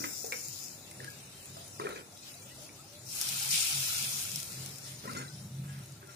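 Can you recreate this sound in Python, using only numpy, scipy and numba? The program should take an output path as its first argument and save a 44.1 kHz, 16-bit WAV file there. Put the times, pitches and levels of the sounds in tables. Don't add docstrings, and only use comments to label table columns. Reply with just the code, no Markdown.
import sys
import numpy as np
from scipy import signal
from scipy.fft import rfft, irfft
from scipy.io import wavfile
from scipy.ndimage import uniform_filter1d, minimum_filter1d
from numba import njit

SR = 44100
rng = np.random.default_rng(int(sys.argv[2]) if len(sys.argv) > 2 else 0)


def gain_from_db(level_db):
    decades = np.asarray(level_db, float) / 20
    return 10 ** decades


def materialize(psi):
    bounded = np.clip(np.atleast_2d(psi).T, -1, 1)
    quanta = np.round(bounded * 32767).astype(np.int16)
    wavfile.write(sys.argv[1], SR, quanta)


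N = 271215
T = np.arange(N) / SR
PORT_GAP = 24
WOOD_LAG = -21
HOLLOW_PAN_DB = -1


def unit(x):
    return x / np.sqrt(np.mean(x ** 2))


def tilt(db):
    return gain_from_db(db * np.array([[.5], [-.5]]))


def level_curve(table):
    start_s, level_db = np.transpose(table)
    return gain_from_db(np.interp(T, start_s, level_db))


def swell(start_s, rise_s, hold_s, fall_db_per_s, level_db):
    t = T - start_s
    return np.clip(t / rise_s, 0, 1) * gain_from_db(level_db - fall_db_per_s * np.maximum(t - rise_s - hold_s, 0))


def walk(rate_hz):
    hold = int(SR / rate_hz)
    return uniform_filter1d(np.repeat(rng.standard_normal(N // hold + 1), hold), hold)[:N]


def colour(x, points):
    hz, db = np.transpose(points)
    f = np.maximum(np.arange(N // 2 + 1) * SR / N, 1)
    return irfft(rfft(x) * gain_from_db(np.interp(np.log(f), np.log(hz), db)), N)


def ring(x, modes):
    return sum(gain_from_db(db) * signal.lfilter(*signal.iirpeak(hz, hz / width, SR), x) for hz, width, db in modes)


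@njit
def grains(start, lag, hz, cycles, size, rise):
    out = np.zeros((2, N + 8192))
    for k in range(len(start)):
        turn = np.exp((2j * np.pi - 1 / cycles[k]) * hz[k] / SR)
        closing = np.exp(-hz[k] / (cycles[k] * rise * SR))
        z, gap = size[k] + 0j, 1.
        for i in range(min(int(5 * cycles[k] * SR / hz[k]), 4000)):
            out[0, start[k] + i + 64] += z.imag * (1 - gap)
            out[1, start[k] + i + 64 + lag[k]] += z.imag * (1 - gap)
            z *= turn
            gap *= closing
    return out[:, 64:N + 64]


def notes(table, glide):
    out, t = np.zeros(N + 8000), np.arange(-4000, 4000) / SR
    for peak_s, hz, db, length_s in table:
        start = int(peak_s * SR) - 4000
        bell = gain_from_db(db) * np.exp(-(2 * t / length_s) ** 2)
        out[start:start + 8000] += bell * np.sin(2 * np.pi * hz * t * (1 + glide * t / length_s))
    return out[:N]


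def echoes(x):
    t60_s, echo_db = 0.2939, -5.5
    t = np.arange(SR // 3) / SR
    tail = rng.standard_normal((2, len(t))) * gain_from_db(-60 * t / t60_s) * (t > .004)
    tail = tail / np.sqrt(np.sum(tail ** 2, axis=1, keepdims=True))
    return x + gain_from_db(echo_db) * signal.fftconvolve(x, tail, axes=1)[:, :N]


# freq_hz, width_hz, level_db
PAN_MODES = [(1350, 42, -9.5), (2050, 23, -26.5), (5055, 71, -9.5), (2555, 42, -13), (4000, 17, -12.5),
             (5567, 27, -7.5), (5700, 10, -47), (6040, 10, -29), (6960, 39, -8)]


def bubbles(points, cycles, spread_db, hiss, swell_db, count):
    when, pitch, place, big = rng.random((count, 4)).T
    hz = 600 * 28 ** pitch
    lag = np.round(PORT_GAP * (2 * place - 1)).astype(int)
    size = hz * gain_from_db(spread_db * np.minimum(-np.log(1 - big), 4.5))
    burst = grains((when * N).astype(int), lag, hz, cycles * (.5 + big), size, 0.2711)
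    steam = unit(burst) + hiss * rng.standard_normal((2, N))
    steam = steam + 3.24 * ring(steam, PAN_MODES)
    return unit(colour(steam, points)) * gain_from_db(swell_db * walk(12))


def patchy(x, patch_db, patch_hz, patch_s):
    cells = signal.stft(x, SR, nperseg=512)[2]
    field = rng.standard_normal(cells.shape[1:])
    for axis, size in enumerate([patch_hz * 512 / SR, patch_s * SR / 256]):
        for _ in range(2):
            field = uniform_filter1d(field, int(size), axis=axis)
    return signal.istft(cells * gain_from_db(patch_db * unit(field)), SR, nperseg=512)[1][:, :N]


# start_s, level_db
SIMMER = [(0, -49), (.7, -50), (1.3, -51), (1.9, -51), (2.9, -50.5), (4.6, -46), (5.0, -49), (5.38, -50),
          (5.5, -55), (6.15, -53)]
# freq_hz, level_db (per Hz)
SIMMER_COLOUR = [(800, -9.5), (2000, -3), (3300, -1.5), (3900, 1.5), (4600, 1.5), (5300, 1.5), (6000, 2.5),
                 (7500, 3), (9500, -5), (12000, -4.5), (15500, -4)]
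# freq_hz, level_db (per Hz)
FRY_COLOUR = [(1500, -48), (3300, -43), (4300, -8.5), (5100, 2), (6200, 2), (7300, 2.5), (8300, -10),
              (11500, -11.5), (13000, -5.5), (15500, -1)]


def simmering_pan():
    fry = bubbles(FRY_COLOUR, cycles=1.2, spread_db=1.0, hiss=1.0, swell_db=-0.7, count=40000)
    simmer = bubbles(SIMMER_COLOUR, cycles=45, spread_db=1.0, hiss=1.5, swell_db=2.0, count=14000)
    fry_db, sag_db_per_s, fry_ends_s, fade_db_per_s = -36, 7, 0.65, 72
    fry_gain = gain_from_db(fry_db - sag_db_per_s * T - fade_db_per_s * np.maximum(T - fry_ends_s, 0))
    calm = fry * fry_gain + simmer * level_curve(SIMMER) * gain_from_db(0.5)
    return patchy(calm, patch_db=2.0, patch_hz=700, patch_s=0.064)


# start_s, level_db
POUR = [
    (3.0, -77),
    (3.035, -56),
    (3.08, -45),
    (3.2, -34.5),
    (3.5, -33),
    (4.03, -32.5),
    (4.4, -39.5),
    (4.47, -43.5),
    (4.8, -51.5),
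    (5.0, -64),
]
# freq_hz, level_db (per Hz)
POUR_COLOUR = [(700, -45), (1300, -19), (1900, -18.5), (2250, -8.5), (4000, -4.5), (5500, -1), (7200, -1.5),
               (8500, -3.5), (10000, -9.5), (13000, -12.5), (15500, -13)]


def poured_water():
    pour = bubbles(POUR_COLOUR, cycles=2.25, spread_db=0.5, hiss=1.0, swell_db=0.5, count=50000)
    first_s, last_s = POUR[0][0], POUR[-1][0]
    stream = level_curve(POUR) * (T > first_s) * (T < last_s)
    surge = swell(start_s=3.486, rise_s=0.03, hold_s=0.028, fall_db_per_s=42, level_db=-26)
    wet_delay_s, growth_s, cooling_power = 0.019, 0.014, 1.465
    wetted = np.clip((T - first_s - wet_delay_s) / 0.09, .35, 1)
    late = np.interp(T - growth_s, T, np.hypot(wetted * stream * gain_from_db(4), surge * gain_from_db(1)))
    late = late.max() * (late / late.max()) ** cooling_power
    big = colour(pour, [(3600, 0), (4600, -60)])
    fine = colour(pour, [(9000, -60), (11000, 0)])
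    roar = (pour - big - fine) * np.hypot(stream, surge)
    roar = roar + big * late + fine * np.hypot(stream * gain_from_db(6.5), surge * gain_from_db(1))
    first_hiss = swell(start_s=3.03, rise_s=.04, hold_s=.06, fall_db_per_s=120, level_db=-51)
    last_hiss = swell(start_s=4.62, rise_s=.15, hold_s=.62, fall_db_per_s=200, level_db=-56)
    roar = roar + unit(ring(pour, [(5600, 500, 0)])) * first_hiss
    roar = roar + unit(ring(pour, [(5450, 600, 0)])) * last_hiss
    return patchy(roar, patch_db=0.87, patch_hz=598.0, patch_s=0.057)


# freq_hz, level_db (per Hz)
GURGLE_COLOUR = [(350, -21), (600, -6), (790, 1.5), (1100, -3), (1250, 1), (1350, 6), (1470, 2.5),
                 (1750, -1.5), (2200, -7.5), (2600, -50)]


def gurgle():
    fat = bubbles(GURGLE_COLOUR, cycles=9.812, spread_db=0.5, hiss=0.7, swell_db=1.0, count=6000)
    stirred = swell(start_s=3.1, rise_s=0.15, hold_s=0.78, fall_db_per_s=38, level_db=-52.5)
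    return fat * (stirred + gain_from_db(-68.5))


# peak_s, pitch_hz, level_db, length_s
BLOOPS = [(2.14, 714, -58, 0.033), (2.18, 610, -70, .03), (2.36, 692, -57, 0.024), (2.41, 500, -58, 0.038),
          (2.46, 556, -58, 0.033), (2.52, 1960, -58, 0.032), (2.6, 493, -60, 0.035),
          (2.585, 640, -53.5, 0.017), (2.64, 610, -56, 0.056), (2.62, 990, -67, 0.024),
          (2.8, 1280, -54.5, 0.027), (2.85, 804, -60, 0.024), (2.95, 589, -57.5, 0.12)]


def bloops():
    return echoes(np.tile(notes(BLOOPS, glide=0.047), (2, 1)))


# start_s, peak_db, left_minus_right_db, pitch_hz
SPITS = [(0.187, -33, 2, 5100), (0.2457, -28, 5.5, 6860), (0.2624, -27, 10, 7310), (0.3217, -29, 8, 5160),
         (0.405, -33, 12, 5500), (0.483, -27, 2, 7300), (0.589, -29, 10, 7150), (0.6384, -30, 8, 6390),
         (0.6816, -34, 5.5, 6600), (0.9114, -32.5, 2.0, 8700), (1.044, -31, 2.5, 4230),
         (1.1014, -35, 10, 5100), (1.456, -35, 1.0, 9400), (1.5698, -39, 6, 7030),
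         (1.6782, -32.5, 3.5, 6170), (1.89, -33, 7, 3700), (2.1735, -37, 3.0, 3670),
         (2.3406, -44, 3.0, 3920), (2.3511, -41, 3.0, 8960), (2.9332, -40, 1, 7610),
         (3.1264, -28.5, 5.0, 7830), (3.1514, -28, 4.5, 7900), (3.166, -30, 5.5, 7740),
         (3.1832, -29, 4.5, 7100), (3.1974, -27, 3.5, 7530), (3.2126, -15, 1, 5460),
         (3.2814, -24, 3.5, 5550), (3.2884, -18, 4.0, 5130), (3.429, -23.5, 2, 5170),
         (3.489, -22, 3.0, 5770), (3.51, -19, 2.5, 6160), (4.358, -18.5, 4, 5500), (4.5195, -31, 6, 4890),
         (4.5291, -30, 7, 4870), (4.66, -26.5, 3.0, 6000), (4.6907, -38, 3.0, 7290), (4.7494, -42, 7, 5110),
         (4.7574, -35, 5, 9280), (4.783, -29.5, 4.0, 7760), (4.9841, -42, 5.0, 5330),
         (5.1123, -35, 0, 5380), (5.1323, -31, 2.5, 6900), (5.282, -43, 3.5, 3890), (5.788, -40, 3.5, 6560),
         (5.8586, -40, 3.0, 7200), (5.9219, -40, 2.0, 7770), (6.0721, -42, 0.5, 9200),
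         (0.4974, -40, 5.5, 6770), (0.533, -33, 7.0, 6790), (3.219, -23, 6.5, 7400),
              (3.367, -25, 4.0, 7250), (3.398, -25, 5, 5260), (3.426, -24, 2, 4890),
              (3.541, -19, 3.5, 5750), (3.6274, -22, 5, 5570), (4.236, -25, 2.0, 8660),
              (4.294, -27, -2, 5450), (4.316, -27, 3.5, 5350), (4.3914, -29, 2.5, 5440),
              (4.4006, -25, 1, 6080), (4.429, -25, 2.5, 6000)]


def spits():
    out, n = np.zeros((2, N + 600)), np.arange(500)
    for start_s, peak_db, pan_db, hz in SPITS:
        noise = rng.standard_normal((3, 500))
        ping = np.sin(2 * np.pi * hz * n / SR) * np.exp(-n / 22.7) * np.minimum(n / 12.4, 1)
        snap = np.sign(noise[2]) * np.exp(-n / 8.4)
        fizz = noise[:2] * np.exp(-n / 250.0)
        start = int((start_s + 0.0013) * SR)
        crack = 2.3 * snap + 2.2 * ping + 0.51 * fizz
        out[:, start:start + 500] += crack * gain_from_db(peak_db - 3.5) * tilt(0.6 * pan_db)
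    return colour(out[:, :N], [(1200, -34), (3000, -8.5), (5500, 0.0), (9000, -2.0), (12500, -6.0), (15500, 0.0)])


# start_s, thud_hz, thud_db, tick_hz, tick_db
KNOCKS = [(0.003, 292.8, -37, 2560, -44.5), (0.039, 295, -34, 2050, -25.5), (0.241, 455, -34.5, 2599, -46),
          (0.258, 447, -59, 1456, -57), (0.3212, 504, -38.5, 2244, -21), (0.3272, 460, -42.5, 2320, -26.5),
          (0.914, 223, -58, 2110, -44), (1.001, 484, -45, 1790, -63), (1.044, 303, -49.5, 1670, -36),
          (1.566, 654, -40.5, 1230, -39), (1.604, 696.1, -48, 2670, -68), (1.797, 419.6, -32, 1350, -30),
          (1.868, 450, -41, 1345, -23), (1.889, 465, -38, 1860, -35), (1.959, 400, -46, 2420, -41),
          (2.691, 328, -62, 2300, -41), (5.076, 220, -36, 1914, -53), (5.096, 230, -37.5, 1255, -30),
          (5.165, 256, -34.5, 1365, -47.5), (6.027, 390, -48, 1540, -41)]


def knocks():
    thud_ring_s, tick_ring_s = 0.024, 0.0024
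    start_s, thud_hz, thud_db, tick_hz, tick_db = np.repeat(KNOCKS, 3, axis=0).T
    off = np.tile([-1, 0, 1], len(KNOCKS))
    start, lag = ((start_s + 0.001585) * SR).astype(int), np.full(len(start_s), WOOD_LAG)
    thud_size = gain_from_db(thud_db - 2.0 - 13.4 * abs(off))
    tick_size = gain_from_db(tick_db - 1.0 - 12.0 * abs(off))
    thud = grains(start, lag, thud_hz * (1 + 0.1 * off), thud_ring_s * thud_hz, thud_size, 0.047)
    tick = grains(start, lag, tick_hz * (1 + 0.13 * off), tick_ring_s * tick_hz, tick_size, 0.18)
    blows = thud * tilt(HOLLOW_PAN_DB) + tick
    return echoes(colour(blows, [(80, -32.0), (200, -1.5), (2700, 2.5), (3300, -8.0)]))


# peak_s, pitch_hz, level_db, length_s
CREAKS = [(0.323, 3770, -40, 0.0034), (0.246, 760, -37.5, 0.006), (3.26, 1100, -53, .015),
          (3.3, 1013, -54, .012), (1.004, 1800, -35.5, 0.0034), (1.024, 1740, -53, .008),
          (1.058, 1790, -48, 0.009), (1.083, 1650, -35, 0.011), (1.8, 1880, -34.5, 0.0039),
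          (1.8, 1060, -31, 0.0053), (1.818, 2380, -43, 0.0071), (1.816, 395, -59, .014),
          (1.84, 436, -32.5, 0.0088), (1.856, 430, -29.5, 0.013), (1.858, 1800, -37, .008),
          (1.871, 2420, -36.5, 0.0062), (1.892, 454, -36, 0.0072), (1.906, 1400, -41, .008),
          (1.925, 1280, -43, .02), (1.82, 1310, -37, 0.017), (1.875, 910, -50, .02),
          (1.926, 440, -39, .018), (1.81, 3730, -45, 0.008), (1.93, 3850, -47, .012),
          (1.963, 2420, -35, 0.0047), (1.962, 1700, -43, .01), (1.965, 470, -43, 0.013),
          (1.98, 1950, -50, .01), (1.982, 415, -42, .01), (1.998, 480, -49, 0.016),
          (2.026, 506, -56, 0.013), (2.17, 3780, -54, 0.016), (2.27, 3900, -59, 0.015),
          (2.343, 3880, -45.5, 0.0058), (2.43, 2350, -53, .015), (5.057, 473, -34.5, 0.0048),
          (5.057, 1330, -40, 0.0082), (5.08, 1900, -38.5, 0.011), (5.08, 1045, -35, 0.011),
          (5.095, 2050, -43, .012), (5.097, 1350, -36, .012), (5.12, 1320, -45, 0.018),
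          (5.155, 2050, -44, 0.02), (5.17, 1376, -35, .012), (5.18, 2055, -40, .016),
          (5.185, 1420, -38, 0.013), (5.215, 2080, -45, .012), (5.23, 1590, -48, .02),
          (5.25, 1560, -47, .02), (5.268, 1940, -55, .014), (5.31, 1510, -52, 0.028),
          (5.284, 4000, -43, 0.0085), (5.7, 1654, -52.5, 0.037), (6.09, 1386, -52, 0.035)]


def creaks():
    wood = np.roll(notes(CREAKS, glide=0), -WOOD_LAG // 2)
    return echoes(np.array([wood, np.roll(wood, WOOD_LAG) * gain_from_db(-5.0)]))


# start_s, hold_s, body_db, rasp_db
SCRAPES = [(0.0, 0.021, -48.5, -50), (0.038, 0.00788, -52, -43), (0.238, 0.00651, -50.5, -61),
           (0.318, 0.00316, -67, -41.5), (0.993, 0.022, -51.5, -65), (1.03, 0.02953, -83, -55),
           (1.794, 0.011, -42.5, -61), (1.838, 0.048, -46, -57), (1.899, 0.03236, -54.5, -53),
           (1.961, 0.03, -56, -55), (4.497, 0.22, -61.5, -81), (5.037, 0.017, -46.5, -56),
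           (5.073, 0.03, -56, -54), (5.113, 0.01, -58, -60), (5.148, 0.046, -50, -46),
           (5.21, 0.04, -72, -58), (5.635, 0.17, -75, -58), (6.013, 0.02296, -64, -58.5),
           (6.09, 0.015, -75, -56)]
# freq_hz, width_hz, level_db
BODY = [(240, 32, -0.5), (336.4, 300, -12), (405, 210, 13), (549.6, 80, -9)]
# freq_hz, width_hz, level_db
RASP = [(997, 190, 10.5), (1353, 270, 15), (1590, 80, 1), (1944, 67, 7.5), (2420, 110, -9.5)]
# freq_hz, width_hz, level_db
LADLE = [(4320, 45, -14), (5344, 13, 0), (6666.8, 19, -2), (6885, 41, -8), (9100, 57.7, -30)]


def scrapes():
    rise_s, body_fall_db_per_s, rasp_fall_db_per_s = 0.0034, 190, 249
    slips = rng.standard_normal((2, N)) * gain_from_db(4.0 * rng.standard_normal(N) + 1.5 * walk(80))
    slips = np.array([slips[0], np.roll(slips[0], WOOD_LAG) + 0.65 * slips[1]])
    body_gain = sum(swell(s, rise_s, hold, body_fall_db_per_s, db) for s, hold, db, _ in SCRAPES)
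    rasp_gain = sum(swell(s, rise_s, hold, rasp_fall_db_per_s, db) for s, hold, _, db in SCRAPES)
    body = unit(ring(slips, BODY)) * body_gain * tilt(HOLLOW_PAN_DB)
    rasp = unit(ring(slips, RASP)) * rasp_gain
    clink_s, clink_db, clink_t60_s = 5.165, -33, 0.18
    since = T - clink_s
    clink_gain = gain_from_db(clink_db - 60 * np.maximum(since, 0) / clink_t60_s) * np.clip(since / 0.0094, 0, 1)
    clink = unit(ring(slips, LADLE)) * clink_gain
    return colour(body + rasp, [(2500, -0.5), (3600, 1.5)]) + clink


# peak_s, peak_db, length_s
PUFFS = [(0.0, -45, 0.05318), (0.198, -65, 0.048), (0.497, -54.5, 0.042), (0.722, -70, 0.0615),
         (1.03, -53.5, 0.1254), (1.15, -65, 0.1), (1.28, -58.5, 0.19), (1.526, -52, 0.071),
         (1.622, -55, 0.071), (1.82, -54.5, 0.099), (2.104, -63, 0.047), (2.307, -71, 0.12),
         (2.52, -55.5, 0.2267), (2.828, -59, 0.0673), (3.08, -54, 0.15), (3.33, -52.5, 0.19),
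         (3.537, -51.5, 0.15), (3.785, -47, 0.12), (4.074, -50, 0.29), (4.351, -48, 0.11),
         (4.62, -47.5, 0.22), (4.954, -52, 0.27), (5.12, -49.5, 0.1766), (5.246, -52.5, 0.09),
         (5.396, -44, 0.23), (5.612, -40, 0.16), (5.772, -41.5, 0.14), (5.94, -45.5, 0.095),
         (6.096, -53, 0.069)]


def fire():
    hearth_hz, hearth_width_hz, ember_db, rumble_db = 133.9, 6.5, -76, -57.5
    puffs = sum(gain_from_db(db) * np.exp(-(2 * (T - s) / length) ** 2) for s, db, length in PUFFS)
    draught = gain_from_db(ember_db) + puffs
    loose = unit(uniform_filter1d(draught, int(0.27 * SR))) ** 0.32
    gust = rng.standard_normal((3, N))
    throb = ring(ring(gust[0], [(hearth_hz, hearth_width_hz, 0)]), [(hearth_hz, 90, 0)])
    throb = throb / (np.abs(signal.hilbert(unit(throb))) + 0.57) ** 0.63
    flutter = colour(gust[2], [(110, -46), (160, 15.5), (220, 8.5), (320, -54.0)])
    rumble = colour(gust[1], [(25, -43.5), (60, -24), (98, 6.5), (115, -1.5), (150, -28.5)])
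    return (unit(throb) + 0.36 * unit(flutter)) * draught + unit(rumble) * loose * gain_from_db(rumble_db)


# freq_hz, level_db (per Hz)
YARD_COLOUR = [(15, -65.5), (25, -49), (59, -8.5), (82, -15), (129, -1), (255, -5.5), (331, -8.5),
               (421, -10.5), (580, -9.5), (866, -13.5), (3000, -41), (3900, -38), (6600, -120)]
# freq_hz, level_db
HUM = [(328.4, -71), (393.0, -73.5), (591, -73)]


def yard():
    mid, side, drive = rng.standard_normal((3, N))
    side = colour(side, [(25, -30), (60, -10), (150, -10.5), (400, -7.5), (1300, -4.0)])
    air = unit(colour(mid + side * np.array([[1], [-1]]), YARD_COLOUR)) * gain_from_db(-58.5 + 2.0 * walk(5))
    return air + sum(gain_from_db(db) * unit(ring(drive, [(hz, 4, 0)])) for hz, db in HUM)


def scene():
    cooking = simmering_pan() + poured_water() + gurgle() + bloops() + spits()
    return cooking + knocks() + creaks() + scrapes() + fire() + yard()


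# freq_hz, level_db
MASK = [(1500, -9), (2100, -4.5), (2600, -5), (2950, -2), (3500, -2), (4300, -4.5), (5500, -6.5),
        (9000, -5), (11300, -1.5), (12600, -4.5), (14000, -4), (15500, -4)]


def thin(x):
    top_hz = 15500
    f, _, cells = signal.stft(x, SR, nperseg=2048, noverlap=1536)
    power = (np.abs(cells) ** 2).mean(axis=0)
    hz, db = np.transpose(MASK)
    patch = uniform_filter1d(uniform_filter1d(power, size=5, axis=0), size=3, axis=1)
    patch = minimum_filter1d(minimum_filter1d(patch, size=4, axis=0), size=3, axis=1)
    around = uniform_filter1d(power * (f > hz[0] / 4)[:, None], size=41, axis=0) + 1e-20
    steady = np.exp(uniform_filter1d(np.log(around), size=21, axis=1))
    around = np.minimum(uniform_filter1d(around, size=3, axis=1), steady)
    hidden = patch < around * gain_from_db(2 * np.interp(f, hz, db))[:, None]
    dropped = hidden & (f > hz[0])[:, None] | (f > top_hz)[:, None]
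    return signal.istft(cells * ~dropped, SR, nperseg=2048, noverlap=1536)[1][:, :N]


def low_pass(x):
    return signal.sosfilt(signal.butter(12, 15740, fs=SR, output="sos"), x)


# freq_hz, level_db
RIGHT_PORT = [(300, 0), (1300, -2), (2500, 0.5), (3500, 1), (5000, -7), (7500, -9), (8400, -2), (9200, 7.5),
              (10500, 3), (12000, -3), (13500, -7.5), (15500, -39)]


def record(dry):
    ports = np.array([dry[0], colour(dry[1], RIGHT_PORT)])
    return low_pass(thin(ports))


dry = scene()
out = record(dry)
materialize(out)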